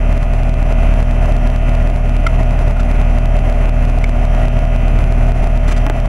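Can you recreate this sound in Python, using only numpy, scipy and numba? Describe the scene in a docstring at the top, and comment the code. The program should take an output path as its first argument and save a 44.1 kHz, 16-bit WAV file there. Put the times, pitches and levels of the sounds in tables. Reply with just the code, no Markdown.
"""A fan throbs in an outdoor air-conditioner condensing unit, heard very close with its service panel open.
The blades push pulses of pressure and stir rushing air; the motor iron hums at even multiples of the
mains rate; the compressor buzzes as a comb of shaft tones; now and then the low noise swells.
A rubber gauge hose squeaks by stick-slip, scrapes as grainy noise and knocks the casing into ringing.
Crests trip the recorder's gain control, which drops in steps that tick, then climbs: the sound pumps."""
import sys
import numpy as np
from scipy import signal
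from scipy.fft import rfft, irfft
from scipy.io import wavfile
from scipy.ndimage import uniform_filter1d
from numba import njit

SR = 44100
rng = np.random.default_rng(int(sys.argv[2]) if len(sys.argv) > 2 else 0)


def output_pcm(signal):
    """Save a mono or channel-first signal as 16-bit PCM at the path in sys.argv[1].

    Samples are clipped to [-1, 1] before scaling.
    """
    pcm = np.clip(np.atleast_2d(signal).T, -1, 1) * 32767
    wavfile.write(sys.argv[1], SR, np.round(pcm).astype(np.int16))


N = 268128
T = np.arange(N) / SR
FREQS = np.fft.rfftfreq(N, 1 / SR)
TOP_HZ = 15800  # upper band limit


def undb(db):
    """Decibels to amplitude gain."""
    return 10 ** (np.asarray(db) / 20)


def colour(points, hz):
    """Interpolate a (Hz, dB) spectrum on a log-frequency axis."""
    at_hz, db = np.transpose(points)
    return np.interp(np.log(np.maximum(hz, 1)), np.log(at_hz), db)


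def noise(db_per_hz):
    """Gaussian noise with the given power density, one value per FREQS bin."""
    white = rfft(rng.standard_normal(N))
    return irfft(white * undb(db_per_hz), N) * np.sqrt(SR / 2)


def rough(points):
    """Noise of rms 1 with a (Hz, dB) colour."""
    y = noise(colour(points, FREQS))
    return y / y.std()


def walk(rate_hz):
    """Smooth random wander, standard deviation 1: noise under a Gaussian lowpass, no DC."""
    lowpass = np.exp(-(FREQS / rate_hz) ** 2) * (FREQS > 0)
    y = irfft(rfft(rng.standard_normal(N)) * lowpass, N)
    return y / y.std()


def swell(start_s, length_s):
    """One half-sine rise and fall."""
    return np.sin(np.pi * np.clip((T - start_s) / length_s, 0, 1))


def decay(age_s, t60_s):
    """Exponential fall of 60 dB in t60_s."""
    return np.exp(-np.log(1000) * age_s / t60_s)


# Low swells. Each row: start in seconds, length in seconds, peak level in dB.
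RUMBLES = [(0.906, 0.11, -23.5), (3.106, 0.5, -34), (4.859, 0.271, -24.5)]
# Spectrum of the swells. Each row: frequency in Hz, relative level in dB.
RUMBLE_COLOUR = [(40, -14), (100, -4), (170, -1.5), (300, -17.5), (1000, -39), (15500, -88)]


def rumble():
    """Low-frequency noise that swells and fades now and then."""
    envelope = sum(undb(db) * swell(start_s, length_s) for start_s, length_s, db in RUMBLES)
    return rough(RUMBLE_COLOUR) * envelope


# Air rushing through fan and coil. Each row: frequency in Hz, density in dB per Hz.
AIR = [(15, -44.5), (50, -46.5), (100, -48), (250, -56.5), (330, -63.5), (520, -65), (1100, -66.5),
       (1600, -76), (2600, -72.5), (3400, -87.5), (4500, -91), (8000, -96.5), (11500, -97.5), (15500, -118)]
# Cabinet resonances. Each row: centre in Hz, width in Hz, lift in dB.
CABINET = [(401.7, 41, 7), (678, 227, 11.5), (1411, 110, 6.5), (1933, 440, 5.5), (6420, 1650, 5.5),
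           (10200, 2350, 6)]


def air(gust_db=1.88, diffuse_db=-5, diffuse_hz=6500):
    """Turbulent noise coloured by cabinet resonances; left and right differ mostly in the treble."""
    db = colour(AIR, FREQS)
    for hz, width_hz, lift_db in CABINET:
        db = db + lift_db * 2 ** -((2 * (FREQS - hz) / width_hz) ** 2)
    side_db = diffuse_db + 20 * np.log10((FREQS + 1) / np.hypot(FREQS, diffuse_hz))
    mid = noise(db)
    side = noise(db + side_db)
    return (mid + np.outer([1, -1], side)) * undb(gust_db * walk(30))


# Squeaks. Each row: start in seconds, length in seconds, pitch in Hz, level in dB,
# overtones in dB re the fundamental, scratch noise in dB re the squeak level.
SQUEAKS = [(2.2643, 0.011, 1347, -12.5, -7, -8.5), (2.765, 0.01, 1447, -29.5, -20, -10.5),
           (2.793, .014, 1380, -28, -18, -12), (4.04, 0.0068, 2280, -17, -19, -7),
           (4.43, 0.0083, 2020, -32, -18, -7)]
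# Squeak overtones. Each row: multiple of the pitch, relative level in dB.
SQUEAK_OVERTONES = [(1.539, 0), (2.5, -14), (2.74, -19)]
# Scrapes. Each row: start in seconds, length in seconds, peak level in dB.
SCRAPES = [(2.794, 0.022, -32), (4.344, 0.079, -42), (5.674, 0.04, -27), (5.708, 0.028, -24),
           (5.761, 0.013, -29), (5.769, 0.019, -28.5)]
# Friction spectrum. Each row: frequency in Hz, relative level in dB.
SCRAPE_COLOUR = [(300, 3.5), (1900, -1.5), (3300, -8), (4200, -13.5), (6200, -13), (10000, -21),
                 (15500, -34)]
# Knocks on the casing. Each row: time in seconds, level in dB.
KNOCKS = [(5.8657, -9), (5.8991, -11)]
# Strong casing modes. Each row: frequency in Hz, level in dB re the knock, t60 in seconds.
CASING = [(288, -4.5, 0.13), (470, -14, .04), (867, -5, 0.033), (1030, -3, 0.011), (1780, -18, 0.015),
          (6700, -27, 0.011)]
# Spectrum of the many weak modes. 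Each row: frequency in Hz, relative level in dB.
THUD_COLOUR = [(150, -6), (300, 8), (900, -4), (1500, -4), (2600, -11), (4000, -45), (15500, -53)]


def hose(wobble=0.018, grain_db=3.0, thud_db=-6, thud_t60_s=0.065):
    """Rubber sticks and slips in short squeaks, drags in grainy scrapes and knocks on sheet metal."""
    friction = rough(SCRAPE_COLOUR) * undb(grain_db * walk(400))
    out = sum(undb(db) * swell(start_s, length_s) * friction for start_s, length_s, db in SCRAPES)

    for start_s, length_s, hz, db, overtone_db, scratch_db in SQUEAKS:
        angle = 2 * np.pi * np.cumsum(hz * (1 + wobble * walk(305))) / SR
        overtones = sum(undb(part_db) * np.sin(ratio * angle) for ratio, part_db in SQUEAK_OVERTONES)
        tone = np.sqrt(2) * (np.sin(angle) + undb(overtone_db) * overtones)
        out = out + undb(db) * swell(start_s, length_s) * (tone + undb(scratch_db) * friction)

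    thud = undb(thud_db) * rough(THUD_COLOUR)
    for start_s, db in KNOCKS:
        age_s = np.maximum(T - start_s, 0)
        ring = sum(undb(mode_db) * decay(age_s, t60_s) * np.sin(2 * np.pi * hz * age_s)
                   for hz, mode_db, t60_s in CASING)
        out = out + undb(db) * (T > start_s) * (ring + thud * decay(age_s, thud_t60_s))
    return out


def reflections(x, wet_db=-11, t60_s=0.067, top_hz=3200, order=2):
    """The casing and the wall beside it return a short dull tail: convolution with decaying noise."""
    tail = rng.standard_normal(N) * decay(T, t60_s)
    lowpass = signal.butter(order, top_hz, fs=SR, output="sos")
    tail = signal.sosfilt(lowpass, tail / np.linalg.norm(tail))
    return x + undb(wet_db) * signal.fftconvolve(x, tail)[:N]


MAINS_HZ = 60
# Motor iron. Each entry: mean level in dB, at 2, 4, 6 times the mains rate.
HUM_DB = [-24, -31, -49]


def motors(waver_db=0.5):
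    """The iron is pulled twice in each mains cycle; each harmonic's level wavers."""
    hum = 0
    for k, db in enumerate(HUM_DB, 1):
        cycles = 2 * k * MAINS_HZ * T + rng.random()
        hum = hum + undb(db + waver_db * walk(3.1)) * np.sin(2 * np.pi * cycles)
    return np.sqrt(2) * hum


SHAFT_HZ = 59.265
# Tones that stand well above or below their neighbours. Each entry: multiple of the shaft rate, level in dB.
ODD_TONES_DB = {3: -37, 4: -45, 5: -44.5, 6: -55.5, 7: -47.5, 8: -48.5, 9: -48.5, 10: -34.5, 11: -33.5, 12:
                -39, 13: -47, 18: -68, 21: -46.5, 23: -54.5, 24: -48.5, 25: -49.5, 28: -52, 32: -70, 34:
                -49, 38: -55.5, 40: -51, 41: -73, 42: -47.5, 44: -48.5, 46: -52, 48: -66, 50: -75, 52:
                -56.5, 53: -58, 95: -64.5}
# Mean level of the other tones. Each row: frequency in Hz, level in dB.
BUZZ = [(60, -40), (900, -51.5), (1500, -60.5), (2300, -54.5), (2900, -55.5), (3500, -70.5), (4000, -79.5),
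        (5200, -78.5), (6200, -73.5), (7800, -99), (9300, -76.5), (11000, -90), (13000, -82), (15500, -110)]


def compressor(scatter_db=2, slip=0.00027, shimmer=0.33, shimmer_hz=1800, uneven_hz=3000, size=8192):
    """The same clatter repeats on every shaft turn, so it sounds as a long comb of tones."""
    orders = np.arange(1, int(TOP_HZ / SHAFT_HZ))
    hz = orders * SHAFT_HZ
    common_db = colour(BUZZ, hz) + scatter_db * rng.standard_normal(len(hz))
    gain = undb([ODD_TONES_DB.get(k, db) for k, db in zip(orders, common_db)])
    turns = np.cumsum(SHAFT_HZ * (1 + slip * walk(1.26))) / SR

    def comb(gain, phase_rad):
        """One turn of the shaft, built from its harmonics and repeated."""
        spectrum = np.append(0, gain * np.exp(1j * phase_rad))
        turn = irfft(spectrum, size) * size / np.sqrt(2)
        return np.interp(turns, np.arange(size) / size, turn, period=1)

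    # the steel shell disperses each knock over the whole turn, the treble unevenly
    spread_rad = np.pi * (3 - np.sqrt(5)) / 2 * orders ** 2
    out = comb(gain, spread_rad + hz / uneven_hz * rng.standard_normal(len(hz)))
    # moving air scatters the short waves most
    scattered = shimmer * gain * hz / np.hypot(hz, shimmer_hz)
    for rate_hz in (1, 6):
        out = out + walk(rate_hz) * comb(scattered, 2 * np.pi * rng.random(len(hz)))
    return out


BLADE_HZ = 37.537
# Fan pressure wave. Each entry: level in dB, at successive multiples of the blade rate from 1.
BLADE_DB = [-11.5, -21.5, -40, -34, -42, -44.5, -41.5, -44.5]


def fan(flutter=0.017, sway_rad=0.029):
    """Each passing blade pushes a rounded sawtooth of pressure; uneven inflow makes it waver."""
    angle = 2 * np.pi * BLADE_HZ * T + sway_rad * walk(7.8)
    wave = sum(-(-1) ** k * undb(db) * np.sin(k * angle) for k, db in enumerate(BLADE_DB, 1))
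    return np.sqrt(2) * wave * (1 + flutter * walk(4.6))


def scene():
    """The running unit, with the hose handled beside it."""
    return rumble() + air() + reflections(hose()) + motors() + compressor() + fan()


@njit
def ride(x, trip, late, rest, steps_db, recover_db, least_db, db):
    """Gain in dB per sample: creeps up until a crest trips it, snaps down a step after a lag, rests."""
    out, due, k = np.empty(len(x)), -len(x), 0  # late and rest in samples
    for i in range(len(x)):
        db += recover_db
        if i == due:
            db = max(db - steps_db[k % len(steps_db)], least_db)
            k += 1
        if i > due + rest and abs(x[i]) * 10 ** (db / 20) > trip:
            due = i + 1 + int(late)
        out[i] = db
    return out


TRIP_DB, START_DB, LEAST_GAIN_DB = -3, -1, -2.5
LATE_S, REST_S, RECOVER_DB_PER_S = 0.00018, 0.007, 41
STEP_DB, SMALL_STEP_DB, SMALL_SHARE = 3, 1, 0.3  # share: probability of a small step


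def gain_control(x, count=200):
    """Crests of the throb keep tripping the gain: drops cut ticks into the wave and the sound pumps."""
    is_small = rng.random(count) < SMALL_SHARE
    steps_db = np.where(is_small, float(SMALL_STEP_DB), float(STEP_DB))
    db = ride(x.mean(axis=0), float(undb(TRIP_DB)), LATE_S * SR, REST_S * SR, steps_db,
              RECOVER_DB_PER_S / SR, float(LEAST_GAIN_DB), float(START_DB))
    return x * undb(uniform_filter1d(db, size=2))


# Slow drift of the overall level. Each row: time in seconds, gain in dB.
DRIFT = [(0, -0.5), (.35, -1.5), (.65, 0), (1.7, -0.8), (2.6, -0.5), (3.2, -0.4), (4.4, -0.8), (5, 0.45),
         (6.08, -1.4)]


def record(dry, lag_s=0.000021, mono_hz=680):
    """Stepping gain, then two close ports, the left slightly later; bass is mono and the top is cut."""
    held = gain_control(dry) * undb(np.interp(T, *np.transpose(DRIFT)))
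    held = held * np.minimum(1, np.minimum(T, T[::-1]) / 0.003)  # 3 ms fades at both ends
    left, right = rfft(held) * np.exp(1j * np.pi * np.outer([-1, 1], FREQS) * lag_s)
    mid = (left + right) / 2
    side = (left - right) / 2 * FREQS ** 2 / (FREQS ** 2 + mono_hz ** 2)
    ports = irfft(mid + np.outer([1, -1], side), N)
    top_cut = signal.ellip(8, 0.2, 70, TOP_HZ, fs=SR, output="sos")
    return signal.sosfilt(top_cut, ports)


dry = scene()
out = record(dry)
output_pcm(out)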